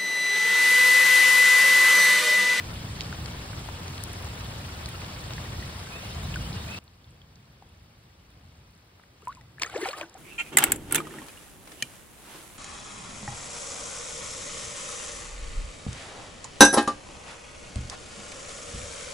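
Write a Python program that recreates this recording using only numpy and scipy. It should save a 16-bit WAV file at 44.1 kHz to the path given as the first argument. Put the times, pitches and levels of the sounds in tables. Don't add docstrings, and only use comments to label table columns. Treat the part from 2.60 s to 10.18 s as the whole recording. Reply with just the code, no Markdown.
import sys
import numpy as np
from scipy import signal
from scipy.fft import rfft, irfft, next_fast_len
from scipy.io import wavfile
from scipy.ndimage import uniform_filter1d, map_coordinates

SR = 44100
rng = np.random.default_rng(int(sys.argv[2]) if len(sys.argv) > 2 else 0)


def store_wav(level_fs):
    pcm = np.round(np.clip(np.atleast_2d(level_fs), -1, 1) * 32767)
    wavfile.write(sys.argv[1], SR, pcm.T.astype(np.int16))


N = 334278
TIME = np.arange(N) / SR
SIDES = np.array([[1], [-1]]) / 2
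QUIET_FROM_S = 4.189


def amp(db):
    return 10 ** (np.asarray(db) / 20)


def unit(x):
    return x / np.sqrt(np.mean(x ** 2) + 1e-20)


def along(points, hz):
    f, v = np.transpose(points)
    return np.interp(np.log(hz + 1), np.log(f + 1), v)


def wobble(knots_per_s):
    knots = rng.standard_normal(int(N * knots_per_s / SR) + 4)
    return map_coordinates(knots, [TIME * knots_per_s])


def filtered(x, response):
    m = next_fast_len(x.shape[-1] + 8192)
    spectrum = rfft(x, m) * response(np.fft.rfftfreq(m, 1 / SR))
    return irfft(spectrum, m)[..., :x.shape[-1]]


def rush(spectrum, alike, patchy_db):
    z = signal.stft(rng.standard_normal((2, N)), nperseg=256)[2]
    field = uniform_filter1d(rng.standard_normal(z.shape[1:]), 12, 0)
    field = uniform_filter1d(field, 5, 1)
    pair = signal.istft(z * amp(patchy_db * unit(field)), nperseg=256)[1][:, :N]

    def mid_side(hz):
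        turn = np.arccos(np.clip(along(alike, hz), -1, 1)) / 2
        return amp(along(spectrum, hz)) * [np.cos(turn), np.sin(turn)]

    mid, side = filtered(pair, mid_side)
    return unit(np.array([mid + side, mid - side]))


SCATTER_S = .00004


def grains(count, centre_hz, octaves, cycles, spread_db, rise, span=(0, N / SR)):
    u, g = rng.random((count, 4)), rng.standard_normal((count, 1))
    hz = np.clip(centre_hz * 2 ** (octaves * g), 300, 14500)
    t = np.arange(min(int(6 * cycles * SR / centre_hz), 1400)) / SR
    turns = hz * t
    fade = (1 - np.exp(-2 * turns)) * np.exp(-turns / cycles) * np.cos(np.pi / 2 * t / t[-1])
    size = amp(-spread_db * np.log(u[:, 1:2] + 0.025))
    wave = size * fade * np.sin(2 * np.pi * turns * (1 + rise * turns / cycles))
    start = np.interp(u[:, :1], [0, 1], span) * SR
    lag = (2 * u[:, 3:] - 1) * SCATTER_S * SR
    at = [(np.abs(start + 8 + k * lag).astype(int) + np.arange(len(t))).ravel() for k in SIDES]
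    gains = amp(3 * (u[:, 2:3] - .5)), amp(3 * (.5 - u[:, 2:3]))
    pair = np.array([np.bincount(a, (wave * s).ravel(), N + len(t))[:N] for a, s in zip(at, gains)])
    return unit(pair) * np.sqrt((span[1] - span[0]) * SR / N)


# (frequency [Hz], relative density [dB])
RUMBLE_SPECTRUM = [(13, -15), (22, -53), (50, -2.5), (97, 0.5), (175, -7.5), (258, -15), (400, -24.5),
                   (520, -29), (880, -120)]
# (frequency [Hz], relative density [dB])
LOUD_HISS_SPECTRUM = [(120, -41), (300, -1), (600, -0.5), (1200, -1), (2300, -5.5), (3000, -5.5),
                      (4800, -8), (5700, -10), (6900, -15), (9000, -18), (12500, -19), (15700, -20.5),
                      (15950, -53)]
# (frequency [Hz], relative density [dB])
QUIET_HISS_SPECTRUM = [(120, -20), (300, 1), (600, -0.5), (1200, -2), (2300, -5.5), (3000, -7),
                       (4800, -8.5), (5900, -12), (6900, -17.5), (9500, -22), (12500, -17.5),
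                       (15700, -20.5), (15950, -58)]
# (frequency [Hz], left-right correlation [-1..1])
HISS_LIKENESS = [(60, .997), (200, .97), (400, .68), (800, .35), (1500, -.1), (2000, -.2), (2600, .4),
                 (3200, -.1), (3800, .15), (4400, 0), (5100, .5), (6200, .82), (8000, .97), (16000, .98)]
# (frequency [Hz], left-right difference [dB])
RAIN_LEAN = [(100, -3), (300, 2), (700, 3), (1500, 2), (3000, 0.6), (5000, -1), (9000, 0)]
# (rumble [dB], rain [dB])
LOUD_DB, QUIET_DB = (-39, -42.5), (-56, -60.5)
LOUD_GROWTH_DB_PER_S, RUMBLE_SWAY_DB = 0.18, 1.87


def rain():
    late = TIME >= QUIET_FROM_S
    rumble_db, rain_db = np.where(late, np.c_[[QUIET_DB]].T, np.c_[[LOUD_DB]].T)
    growth_db = LOUD_GROWTH_DB_PER_S * TIME * ~late
    rain_db = rain_db + growth_db
    rumble_db = rumble_db + growth_db + RUMBLE_SWAY_DB * wobble(3.07)

    quiet_hiss = rush(QUIET_HISS_SPECTRUM, HISS_LIKENESS, patchy_db=0.65)
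    loud_hiss = rush(LOUD_HISS_SPECTRUM, HISS_LIKENESS, patchy_db=1.5)
    hiss = np.where(late, quiet_hiss, loud_hiss)

    crackle = grains(count=450, centre_hz=10000, octaves=.3, cycles=2.5, spread_db=3, rise=0)
    patter = grains(count=2000, centre_hz=4200, octaves=.5, cycles=6, spread_db=2.2, rise=0)
    short_tones = grains(count=2000, centre_hz=3300, octaves=.5, cycles=16, spread_db=2, rise=.012)
    texture = amp(np.where(late, -19.5, -23)) * crackle
    texture += amp(np.where(late, -16, -14) + 3 * wobble(6)) * patter
    texture += amp(-11.5) * short_tones

    shower = filtered(amp(rain_db) * (hiss + texture), lambda hz: amp(SIDES * along(RAIN_LEAN, hz)))
    rumble = rush(RUMBLE_SPECTRUM, [(60, .998), (150, .992), (250, .97), (400, .8)], patchy_db=.4)
    return shower + amp(rumble_db) * rumble


# (time [s], peak before pan [dB], centre [Hz], width [octaves], pan [dB])
TICK_HITS = [(0.399, -32, 3300, 1, 0), (0.4077, -21.5, 3700, 1.04, -11), (0.416, -29, 4300, 1.2, 13),
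             (0.423, -33, 4000, 0.97, 5), (0.437, -35, 4000, 1.3, 0), (0.446, -33, 3600, .8, 2),
             (0.527, -34, 3800, 0.74, 9), (0.659, -25, 3230, 1.5, 4), (0.932, -34, 1800, 0.63, -5),
             (1.088, -31.5, 920, 1.5, 14), (1.2805, -29, 3600, 1.4, 1), (1.379, -26.5, 3000, 1.4, 0),
             (1.4376, -22.5, 8450, 1.5, 8), (1.532, -31, 9600, 0.62, 0), (1.625, -34, 10000, 1, 0),
             (1.646, -34, 7500, 1.2, 0), (2.17, -34, 11500, 0.53, 0), (2.259, -24, 4240, 1.14, 2),
             (2.286, -35, 2100, 0.37, 0), (2.289, -28.5, 11500, .8, 0), (2.354, -36, 2700, 0.37, 3),
             (2.417, -33, 2350, 0.41, 0), (2.446, -32, 3000, 1.2, 6), (2.707, -29.5, 2760, 0.64, 3),
             (2.735, -26.5, 3300, 1.45, -1), (2.781, -28.5, 1700, 1.1, -1), (3.742, -25, 2750, 0.4, 2),
             (3.758, -31, 6000, 1.5, 0), (3.929, -30, 4020, 0.47, 1), (4.24, -50, 9000, 1.5, -7),
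             (4.279, -46, 4100, 0.5, -2), (4.443, -45, 3900, .5, 1), (4.507, -48, 7500, 1, 0),
             (4.616, -51, 3700, .4, 2), (4.757, -43, 4800, 0.64, 5), (5.024, -48, 1300, 2.6, 5),
             (5.704, -50, 8000, 1.4, 0), (6.109, -52, 12000, .8, 0), (6.397, -44, 1210, 1, 0),
             (6.436, -45, 1850, 0.5, -1), (6.62, -52, 7450, 1, -2), (6.653, -45, 6000, 1.6, 2),
             (6.672, -38, 1690, 0.81, 0), (6.682, -37, 7500, 1.3, 7), (6.727, -39.5, 3200, 1.3, 0),
             (6.75, -38, 6000, 1.2, 1), (6.811, -46, 2500, 2.2, 5), (6.997, -33, 6000, 1.8, 0),
             (7.017, -25, 2500, 1.2, 2), (7.0194, -15, 4800, 0.82, 4.5), (7.022, -20, 4600, 1.1, -6),
             (7.024, -28, 2800, 0.73, 4), (7.021, -20, 1300, 1.7, 7), (7.033, -18, 4680, 0.68, -2),
             (7.098, -36, 3500, 2.2, -4), (7.162, -35, 2500, 0.56, 2), (7.178, -31, 3900, 0.65, -4),
             (7.215, -30, 2500, 2.3, -2), (7.2562, -20, 1510, 1.15, -4), (7.2877, -24, 3300, 1.3, -1),
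             (7.293, -30, 3000, 1.2, 0), (7.332, -30, 2740, 0.58, 2), (7.384, -36, 8000, 1.7, -3),
             (7.412, -30, 2570, 2.1, 5), (7.496, -38, 6140, 1.2, 0), (7.542, -39, 6460, .66, -1)]
T60_AT_2KHZ_S, SHORTENING_POWER = 0.014, 0.38


def ticks():
    out, t = np.zeros((2, N + SR)), np.arange(2048) / SR
    for s, db, hz, octaves, pan_db in TICK_HITS:
        t60 = T60_AT_2KHZ_S * (2000 / hz) ** SHORTENING_POWER
        band = lambda f: np.exp(-.5 * (np.log2((f + 1) / hz) / (abs(octaves) / 2)) ** 2)
        push = filtered(np.arange(len(t)) == 12, band)
        puff = unit(filtered(rng.standard_normal(len(t)), band))
        puff = puff * amp(-60 * t / t60) * (1 - np.exp(-t / .00015))
        burst = push / push.max() + puff
        out[:, round(s * SR):][:, :len(t)] += amp(db) * burst / abs(burst).max() * amp(SIDES * pan_db)
    return out[:, :N]


# (time [s], level before decay [dB], start pitch [Hz], glide [octaves], t60 [s])
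AIR_POCKETS = [(0.4078, -23.5, 2150, -.1, 0.0076), (.527, -22.5, 1480, 0.0099, 0.011),
               (2.856, -39, 1860, .07, .046), (3.025, -32.5, 1910, 0.14, .03),
               (3.759, -25.5, 1520, -0.14, 0.04), (4.279, -52, 4250, -0.11, .015),
               (4.445, -55, 3680, -.1, 0.033), (4.474, -57, 3350, 0, .03), (4.617, -46, 3200, -0.14, 0.026),
               (5.023, -35, 820, -0.097, 0.014), (6.621, -51, 2940, -0.23, .033),
               (6.621, -49, 1100, 0.51, .055), (6.629, -36, 430, -0.11, 0.029),
               (6.706, -46, 1474, 0.19, .06), (6.756, -50, 2480, 0, .03), (6.77, -46, 1033, -0.49, 0.15),
               (6.81, -46, 2030, -0.046, 0.034), (6.983, -34.5, 1750, -.03, 0.018),
               (6.998, -33, 2290, 0.39, 0.023), (7.02, -26, 1140, -0.42, 0.02),
               (7.0335, -10, 2460, -0.23, 0.0071), (7.043, -36, 2340, -.2, .02),
               (7.047, -26.5, 1610, 0.42, 0.031), (7.066, -45, 2300, 0, .08), (7.069, -38, 1900, 0, .03),
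               (7.099, -43, 2150, .1, .025), (7.094, -41, 1150, 0, .03), (7.157, -32, 2260, -0.3, 0.054),
               (7.16, -38, 2880, -0.13, .03), (7.272, -39, 4050, -.1, .04), (7.372, -40, 3050, -0.12, .03),
               (7.064, -33.5, 1280, 0.27, 0.059), (7.062, -33, 6960, -0.34, .025),
               (7.076, -42, 4500, 0.23, .025), (7.097, -37, 1490, 0.13, .038),
               (7.14, -26.5, 756, 0.22, 0.036), (7.148, -31, 1750, 0.05, 0.035),
               (7.149, -23, 398, 0.018, 0.052), (7.158, -13.5, 453, 0.15, 0.039),
               (7.166, -27, 509, 1.3, 0.1), (7.18, -31, 313, 0.57, 0.188), (7.213, -22, 413, 0.13, 0.054),
               (7.215, -32, 2060, 0.074, 0.097), (7.035, -41, 626, .2, 0.048),
               (7.055, -36, 517, -0.46, 0.043), (7.126, -40, 640, 0, .04), (7.35, -42, 644, 0.64, .12),
               (7.378, -39, 707, .2, .08), (7.41, -36, 897, 0.61, .08), (7.226, -9.5, 393, -0.084, 0.034),
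               (7.235, -28.5, 1860, -0.12, 0.043), (7.257, -23, 759, .09, 0.084),
               (7.257, -26, 1300, 0.25, 0.046), (7.281, -26, 472, 0.61, 0.087),
               (7.287, -28.5, 2410, 0, 0.037), (7.262, -39, 3100, 0.18, 0.051),
               (7.25, -28, 2270, -0.016, 0.066), (7.31, -32.5, 4300, -0.05, 0.042),
               (7.385, -39, 4900, 0, .02), (7.397, -39, 4750, 0, .025), (7.247, -37, 4400, 0, .03),
               (7.222, -37, 4450, 0, .03), (7.331, -30.5, 1170, 0.16, 0.11), (7.336, -32, 1600, 0.27, .05),
               (7.412, -24, 650, -0.32, 0.038), (7.412, -20.5, 2360, 0.081, 0.011),
               (7.42, -36.5, 340, -0.0057, 0.16), (7.431, -33.5, 1590, -0.15, 0.054),
               (7.551, -35.5, 728, 0.33, 0.052)]
PITCH_WAVER = .025
BUBBLES_LEFT_DB = 2.5


def bubbles():
    out, t = np.zeros(N + SR), np.arange(SR // 3) / SR
    for s, db, start_hz, octaves, t60 in AIR_POCKETS:
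        hz = start_hz * 2 ** (octaves * np.minimum(t / (t60 / 2), 1))
        hz = hz * (1 + PITCH_WAVER * np.interp(t * 150, np.arange(60), rng.standard_normal(60)))
        rise_s = .005 * (400 / start_hz) ** 2
        swell = 1 - np.exp(-(t / rise_s) ** 2)
        tone = np.sin(2 * np.pi * np.cumsum(hz) / SR)
        out[round(s * SR):][:len(t)] += amp(db - 60 * t / t60) * swell * tone
    return out[:N]


# (start [s], end [s], start pitch [Hz], end pitch [Hz], level before trim and burr [dB])
WHISTLES = [(3.25, 3.29, 3720, 3620, -56), (3.32, 3.375, 2420, 2690, -47), (3.42, 3.51, 2680, 3250, -49),
            (3.35, 3.38, 3750, 3600, -55), (3.52, 3.575, 3120, 3150, -54), (3.56, 3.61, 3100, 2800, -55),
            (3.62, 3.7, 3660, 3580, -56), (3.47, 3.51, 2700, 2900, -55), (3.64, 3.67, 3800, 4100, -52),
            (3.70, 3.75, 2430, 2700, -50), (3.80, 3.89, 2720, 3250, -49), (3.935, 3.98, 3000, 2740, -49),
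            (3.87, 3.92, 2880, 2850, -55), (3.96, 4.0, 3750, 3650, -55), (4.0, 4.045, 3450, 4150, -53),
            (4.05, 4.08, 4050, 4200, -54), (4.075, 4.125, 2380, 2660, -46.5), (4.11, 4.13, 2600, 2250, -52),
            (4.115, 4.215, 2580, 2850, -46)]


def bird():
    song = np.zeros(N)
    burr, waver = wobble(55), wobble(90)
    for start, end, start_hz, end_hz, db in WHISTLES:
        u = np.clip((TIME - start) / (end - start), 0, 1)
        hz = (start_hz + (end_hz - start_hz) * u) * (1 + .012 * waver)
        level = np.sqrt(2) * amp(db - 1.5 + 3.5 * burr)
        song += level * np.sin(np.pi * u) ** .4 * np.sin(2 * np.pi * np.cumsum(hz) / SR)
    t = np.arange(SR // 2) / SR
    trees = rng.standard_normal((2, len(t))) * amp(-60 * t / .4)
    echo = signal.fftconvolve(song[None], trees / np.linalg.norm(trees[0]), axes=1)[:, :N]
    return (song + amp(-1.5) * echo) * (TIME < QUIET_FROM_S)


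# (time [s], pitch [Hz], rms level [dB])
PLOP_PATH = [(6.6728, 970, -30), (6.689, 1013, -34.5), (6.702, 1190, -37.5), (6.710, 1090, -49),
             (6.717, 1200, -51), (6.724, 1500, -46), (6.734, 2250, -62)]


def plop():
    s, hz, db = np.transpose(PLOP_PATH)
    u = np.clip((TIME - s[0]) / (s[-1] - s[0]), 0, 1)
    pitch_hz = np.interp(TIME, s, hz) * (1 + .04 * u ** 2 * wobble(150))
    gate = np.clip(u / .0064, 0, 1) * (u < 1)
    level_db = np.interp(TIME, s, db) + 3 * u ** 2 * wobble(250)
    return np.sqrt(2) * amp(level_db) * gate * np.sin(2 * np.pi * np.cumsum(pitch_hz * (u > 0)) / SR)


# (frequency [Hz], relative density [dB])
SPRAY_SPECTRUM = [(300, -23), (1000, 1.5), (2500, 2), (5200, -1.5), (7000, -3.5), (10000, -9.5),
                  (13000, -9), (15700, -16), (15950, -60)]
# (peak time [s], spray [dB], bubbling [dB], fall [dB/s])
CHURN_SURGES = [(6.68, -60.5, -72, 78), (7.027, -36, -42, 505), (7.045, -54.5, -48, 170),
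                (7.075, -51, -61, 152), (7.1, -59, -60, 150), (7.135, -49.5, -52, 150),
                (7.168, -45.5, -40, 157), (7.22, -40.5, -57, 150), (7.27, -37.5, -41, 160),
                (7.385, -43.5, -40.5, 211), (7.419, -46, -41, 600), (7.57, -59, -52, 94)]
RISE_TO_FALL_RATE = 1.9
CHURN_FROM_S = 6.6


def splash():
    s, spray_db, bubbling_db, fall = np.transpose(CHURN_SURGES)[:, :, None]
    below_db = fall * np.where(TIME > s, TIME - s, RISE_TO_FALL_RATE * (s - TIME))
    spray_gain = np.linalg.norm(amp(spray_db - below_db), axis=0)
    bubbling_gain = np.linalg.norm(amp(bubbling_db - below_db), axis=0)
    span = (CHURN_FROM_S, N / SR)
    spray = rush(SPRAY_SPECTRUM, [(300, 0.42), (3000, 0.46), (8000, 1.0)], patchy_db=4.5)
    swarm = grains(count=3500, centre_hz=953, octaves=0.867, cycles=11, spread_db=2.6, rise=0.081, span=span)
    froth = grains(count=3000, centre_hz=2300, octaves=0.7, cycles=20, spread_db=3.5, rise=0.006, span=span)
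    glints = grains(count=900, centre_hz=6000, octaves=0.39, cycles=15, spread_db=7.0, rise=0.0085, span=span)
    thrown = amp(-1.0) * spray + amp(-4.5) * froth + amp(-20) * glints
    return (TIME > CHURN_FROM_S) * (spray_gain * thrown + bubbling_gain * swarm)


def scene():
    placed_bubbles = amp(SIDES * BUBBLES_LEFT_DB) * bubbles()
    return rain() + ticks() + placed_bubbles + bird() + plop() + splash()


# (frequency [Hz], left phase lead [rad])
LEFT_LEAD = [(0, 0), (200, -.1), (600, -.35), (1100, -.2), (1700, .3), (2500, 1.9), (3700, .9), (4400, 1.1),
             (5100, 2.4), (5900, np.pi), (6500, 3.5), (7200, 4.9), (8000, 6), (9800, 6.6), (11800, 9.1),
             (13300, 9.7), (14600, 12.2), (17000, 13)]
BAND_LIMIT_HZ = 16855


def record(dry):
    phase = lambda hz: np.exp(1j * SIDES * np.interp(hz, *np.transpose(LEFT_LEAD)))
    shelf = lambda hz: amp(np.interp(hz, [15850, 16000], [0, -18]))
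    return filtered(dry, lambda hz: phase(hz) * shelf(hz) * (hz < BAND_LIMIT_HZ))


dry = scene()
out = record(dry)
store_wav(out)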